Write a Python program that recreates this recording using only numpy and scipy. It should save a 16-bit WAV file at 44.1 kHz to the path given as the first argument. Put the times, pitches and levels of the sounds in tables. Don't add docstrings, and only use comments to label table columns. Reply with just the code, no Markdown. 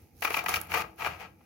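import sys
import numpy as np
from scipy import signal
from scipy.fft import rfft, irfft
from scipy.io import wavfile
from scipy.ndimage import uniform_filter1d

SR = 44100
rng = np.random.default_rng(int(sys.argv[2]) if len(sys.argv) > 2 else 0)


def master_out(mix):
    frames = np.transpose(np.atleast_2d(mix))
    ceiling = np.clip(frames, -1, 1)
    pcm = np.round(ceiling * 32767).astype(np.int16)
    wavfile.write(sys.argv[1], SR, pcm)


N = 63945


def amp(db):
    return 10 ** (np.asarray(db) / 20)


def unit(x):
    return x / np.sqrt(np.mean(x ** 2) + 1e-20)


def at_hz(table, hz, column=1):
    columns = np.transpose(table)
    return np.interp(np.log(hz + 1), np.log(columns[0] + 1), columns[column])


def envelope(table, column=1):
    columns = np.transpose(table)
    return amp(np.interp(np.arange(N) / SR, columns[0], columns[column]))


def add(mix, start_s, sound):
    part = mix[max(round(start_s * SR), 0):][:len(sound)]
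    part += sound[:len(part)]


def bins_hz(size=4096):
    return np.fft.rfftfreq(size, 1 / SR)


def ring(x, gain):
    log_gain = np.log(np.maximum(np.r_[gain, gain[-2:0:-1]], 1e-5))
    response = np.fft.ifft(np.exp(np.conj(signal.hilbert(log_gain)))).real
    return signal.fftconvolve(x, response[:len(gain)])[:len(x)]


def mode_gain(modes, hz):
    return np.sqrt(sum(amp(db) ** 2 / (1 + ((hz - mode_hz) / (width_hz / 2)) ** 2) ** 2
                       for mode_hz, width_hz, db in modes))


def noise(colour):
    return unit(irfft(rfft(rng.standard_normal(N)) * amp(at_hz(colour, bins_hz(N))), N))


def steadied(x, size=3000, min_power=1e-20):
    return x / np.sqrt(abs(uniform_filter1d(x ** 2, size)) + min_power)


def grains(per_s, gain, spread_db=2.5):
    signs = rng.choice([-1., 1.], N)
    strengths = amp(spread_db * np.minimum(rng.exponential(1, N), 5))
    contacts = signs * strengths * (rng.random(N) < per_s / SR)
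    return unit(ring(steadied(contacts, size=500, min_power=1e-3), gain))


def burst(gain, hold_s, rise_s=.0005, fall_s=.0012, per_s=7000, size=3000):
    t = np.arange(size) / SR
    shape = np.minimum(t / rise_s, 1) * np.exp(-np.maximum(t - hold_s, 0) / fall_s)
    contacts = rng.choice([-1., 1.], size) * (rng.random(size) < per_s / SR)
    return unit(ring(shape * contacts, gain)) * np.sqrt(np.mean(shape ** 2))


# f/Hz, relative density/dB
BACKGROUND_COLOUR = [(20, -30), (45, -24), (85, -5), (115, -4), (170, -8.5), (240, -2), (330, -8.5),
                     (400, -19), (480, -6.5), (620, -21), (810, -8.5), (1160, -37.5), (2000, -26),
                     (2450, -19), (3600, -62), (5900, -49), (8500, -38), (13000, -29.5), (16000, -46)]


def background(level_db=-66.5, side_db=-4):
    side = amp(side_db) * noise(BACKGROUND_COLOUR) * np.array([[1], [-1]])
    return amp(level_db) * (noise(BACKGROUND_COLOUR) + side)


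# f/Hz, relative density/dB
TABLE_COLOUR = [(20, -35), (45, -21), (62, -3.5), (72, -15.5), (85, 1.5), (105, -14.5), (150, -10.5),
                (215, -21.5), (300, -22), (450, -23.5), (1500, -62)]
# t/s, level/dB
TABLE_LEVEL = [(0, -63), (.04, -53.5), (.1, -77), (.15, -58), (.35, -55.5), (.48, -56), (.584, -44),
               (.65, -58.5), (.746, -47), (.9, -56.5), (.944, -77), (1.0, -56), (1.11, -47), (1.2, -58),
               (1.3, -60.5), (1.45, -69.5)]
# f/Hz, width/Hz, relative gain/dB
BOOM_MODES = [(181.2, 35, 5), (268, 66, -10), (328, 17.7, 7.5)]
# t/s, level/dB
BOOM_LEVEL = [(0, -65.5), (.2, -71.5), (.33, -56.5), (.45, -53.5), (.6, -58.5), (.67, -59), (.72, -51),
              (.82, -50.5), (.85, -58), (.93, -60), (.99, -62.5), (1.05, -61.5), (1.26, -61.5), (1.45, -71)]


def table_rumble():
    boom = irfft(rfft(rng.standard_normal(N)) * mode_gain(BOOM_MODES, bins_hz(N)), N)
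    table = noise(TABLE_COLOUR)
    return steadied(table) * envelope(TABLE_LEVEL) + steadied(boom) * envelope(BOOM_LEVEL)


# f/Hz, T60/s
ROOM_T60 = [(100, 0.35), (450, 0.55), (900, 0.32), (2500, 0.22), (6000, 0.18), (16000, 0.25)]


def room_tail(size=22016, rise_s=.0047):
    taps = rng.standard_normal(size) * (rng.random(size) < .1)
    taps *= np.minimum(np.arange(size) / SR / rise_s, 1)
    hz, t, bands = signal.stft(taps, SR, nperseg=256)
    decay = amp(-60 * t / at_hz(ROOM_T60, hz)[:, None])
    tail = signal.istft(bands * decay, SR, nperseg=256)[1]
    return tail / np.linalg.norm(tail)


# t/s, level/dB
GRAIN_SNAPS = [(.02, -54), (.167, -55), (.2075, -39), (.238, -32), (.457, -40), (.6015, -35), (.6135, -21),
               (.671, -43), (.698, -43), (.7115, -34), (.808, -34), (.96, -54)]
# f/Hz, relative level/dB
SNAP_SPECTRUM = [(100, -30.5), (1500, -32), (4000, -10), (6000, -8.5), (7700, -2), (9000, -4.5), (11000, 7),
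                 (15800, 3.5), (17000, 4)]


def snaps():
    out = np.zeros(N)
    gain = amp(at_hz(SNAP_SPECTRUM, bins_hz()))
    for start_s, db in GRAIN_SNAPS:
        add(out, start_s, amp(db) * burst(gain, hold_s=.002))
    return out


# f/Hz, width/Hz, gain/dB
BOWL_MODES = [(469, 94, -5), (722, 130, 0), (857, 98, 1), (1300, 263, 1), (1627, 120, 1), (1956, 130, 1),
              (2124, 88, -1.5), (2388, 420, 3.5), (2570, 53, 0.5), (2804, 220, 0.5), (3160, 190, -4.5),
              (4340, 830, -15)]
# f/Hz, gain/dB
BOWL_FLOOR = [(60, -21.5), (200, -17.5), (350, -17), (1000, -4), (2700, -5), (3600, -11), (6000, -19),
              (8000, -21.5), (16000, -47)]


def bowl_gain(drive):
    hz = bins_hz()
    return np.hypot(mode_gain(BOWL_MODES, hz), amp(at_hz(BOWL_FLOOR, hz))) * amp(at_hz(drive, hz))


# t/s, scrape level/dB, hiss level/dB
FINGER_DIG = [(0, -66.5, -61.5), (.13, -79, -69), (.214, -66.5, -52), (.238, -30.5, -31.5),
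              (.268, -31, -40.5), (.297, -41.5, -43.5), (.32, -31.5, -41), (.337, -41, -36),
              (.385, -29, -37), (.432, -42, -58), (.478, -49, -44.5), (.492, -30.5, -28.5),
              (.52, -30.5, -37.5), (.568, -34.5, -31), (.598, -41.5, -63), (.685, -51.5, -59)]
PALM_SWEEPS = [(0.704, -39, -46.5), (0.732, -33.5, -37), (.747, -23.5, -40), (.778, -28, -33),
               (0.795, -29.5, -38), (0.821, -30, -41.5), (.832, -43.5, -70), (.90, -57, -65),
               (.965, -69, -68), (.99, -43, -48), (1.011, -33, -45.5), (1.038, -37, -44.5),
               (1.068, -27, -38.5), (1.087, -37, -51), (1.13, -40, -55.5), (1.185, -51, -59.5),
               (1.209, -38, -50), (1.26, -45, -65), (1.294, -61, -67.5), (1.369, -73, -72),
               (1.45, -66.5, -66.5)]
# f/Hz, relative level/dB
SCRAPE_DRIVE = [(100, -10), (250, 1.5), (480, 3.5), (1000, 0), (2400, -2), (5000, -2), (16000, -4)]
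GRIT_SPECTRUM = [(100, -19.5), (1500, -12), (3500, -5), (6000, -2.5), (7700, -9), (9000, -7), (11000, 0),
                 (15800, 0.5), (17000, -48)]


def stirring():
    strokes = FINGER_DIG + PALM_SWEEPS
    scrape = grains(per_s=4000, gain=bowl_gain(SCRAPE_DRIVE))
    hiss = grains(per_s=2400, gain=amp(at_hz(GRIT_SPECTRUM, bins_hz())))
    return scrape * envelope(strokes) + hiss * envelope(strokes, column=2)


# t/s, level/dB, hold/s, tilt/(dB/octave), spot f/Hz, crackle level/dB
LUMP_KNOCKS = [(0.2207, -25.5, 0.0086, -0.8, 1965, -33), (0.247, -18.5, 0.0062, -0.8, 1195, -30),
               (0.2717, -28, 0.011, -2, 1310, -42), (0.3028, -24.5, 0.0046, -4.9, 2500, -32.5),
               (0.341, -18, 0.0044, 2.2, 920, -43), (0.367, -22.5, 0.007, -4.4, 2300, -30),
               (0.389, -24.5, 0.0042, 5.5, 2300, -38), (0.438, -33.5, 0.0058, -11.5, 748, -39),
               (0.46, -21, 0.0053, -0.9, 1860, -35.5), (0.484, -20, 0.0013, 0.5, 1210, -25),
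               (0.491, -22.5, 0.0028, -7, 1180, -23), (0.515, -33, .005, 6, 2700, -49),
               (0.539, -17, 0.0037, 3.5, 2300, -26), (0.5578, -20.5, 0.0019, 6.5, 3000, -26),
               (.567, -24, 0.0023, -4, 1300, -30), (0.717, -24.5, .003, 0.5, 2190, -51),
               (.739, -21.5, 0.01, -4.2, 2310, -30.5), (0.754, -25, 0.0044, -1.5, 1180, -48),
               (.772, -20, 0.0015, -3.5, 730, -70), (.817, -32, .004, 2, 1250, -38.5),
               (0.84, -34.5, 0.0025, -9.5, 1150, -62), (1.0194, -28.5, 0.0057, -1.5, 896, -52),
               (1.045, -22.5, 0.0031, 0, 1620, -43), (1.059, -25, 0.0065, -3, 1350, -59),
               (1.0705, -22, 0.0013, -3.5, 1260, -51), (1.406, -58.5, 0.0089, -5, 836, -91)]
# f/Hz, relative level/dB
KNOCK_DRIVE = [(100, -8), (300, 0.5), (480, -0.5), (1000, 2), (2400, 2.5), (5000, 0.5), (16000, -14)]


def knocks(pivot_hz=1600, spot_db=7.5, spot_octaves=.11):
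    out = np.zeros(N)
    body_gain = bowl_gain(KNOCK_DRIVE)
    grit_gain = amp(at_hz(GRIT_SPECTRUM, bins_hz()))
    hz = np.clip(bins_hz(), 400, 6000)
    for start_s, db, hold_s, db_per_octave, spot_hz, crackle_db in LUMP_KNOCKS:
        tilt_db = db_per_octave * np.log2(hz / pivot_hz)
        peak_db = spot_db * np.exp(-(np.log2(hz / spot_hz) / spot_octaves) ** 2)
        knock = burst(body_gain * amp(tilt_db + peak_db), hold_s, rise_s=.0018, fall_s=.004)
        crackle = burst(grit_gain, hold_s)
        add(out, start_s, amp(db) * knock + amp(crackle_db) * crackle)
    return out


# f/Hz, correlation/0-1
MIC_CORRELATION = [(100, 1), (450, 1), (750, 0.16), (1200, 0.78), (2000, 0.4), (3300, 0.12), (6000, 0.17),
                   (16000, 0.45)]
# f/Hz, left gain/dB, right gain/dB
MIC_RESPONSE = [(99, 0, -4.5), (456, -3.5, -4), (845, 0.5, -5.5), (1240, -0.5, -4), (1560, -4, -6),
                (2430, 0, -11.5), (3470, -6, -6.5), (4500, -3, -5.5), (6600, -4, -1.5), (7780, -15.5, -6),
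                (11000, -21, -2), (16000, -26.5, -5)]


def scene(room_db=-10.5):
    hz = bins_hz(N)
    left, independent = (snaps() + stirring() + knocks() for _ in range(2))
    alike = np.clip(at_hz(MIC_CORRELATION, hz), 0, 1)
    right = irfft(alike * rfft(left) + np.sqrt(1 - alike ** 2) * rfft(independent), N)
    channels = []
    for column, direct in enumerate([left, right], 1):
        heard = direct + amp(room_db) * signal.fftconvolve(direct, room_tail())[:N]
        channels.append(irfft(rfft(heard) * amp(at_hz(MIC_RESPONSE, hz, column)), N))
    return background() + table_rumble() + np.array(channels)


def record(dry, cutoff_hz=16150):
    lowpass = signal.firwin(511, cutoff_hz, window=("kaiser", 9), fs=SR)
    return signal.oaconvolve(dry, lowpass[None], "same")


dry = scene()
out = record(dry)
master_out(out)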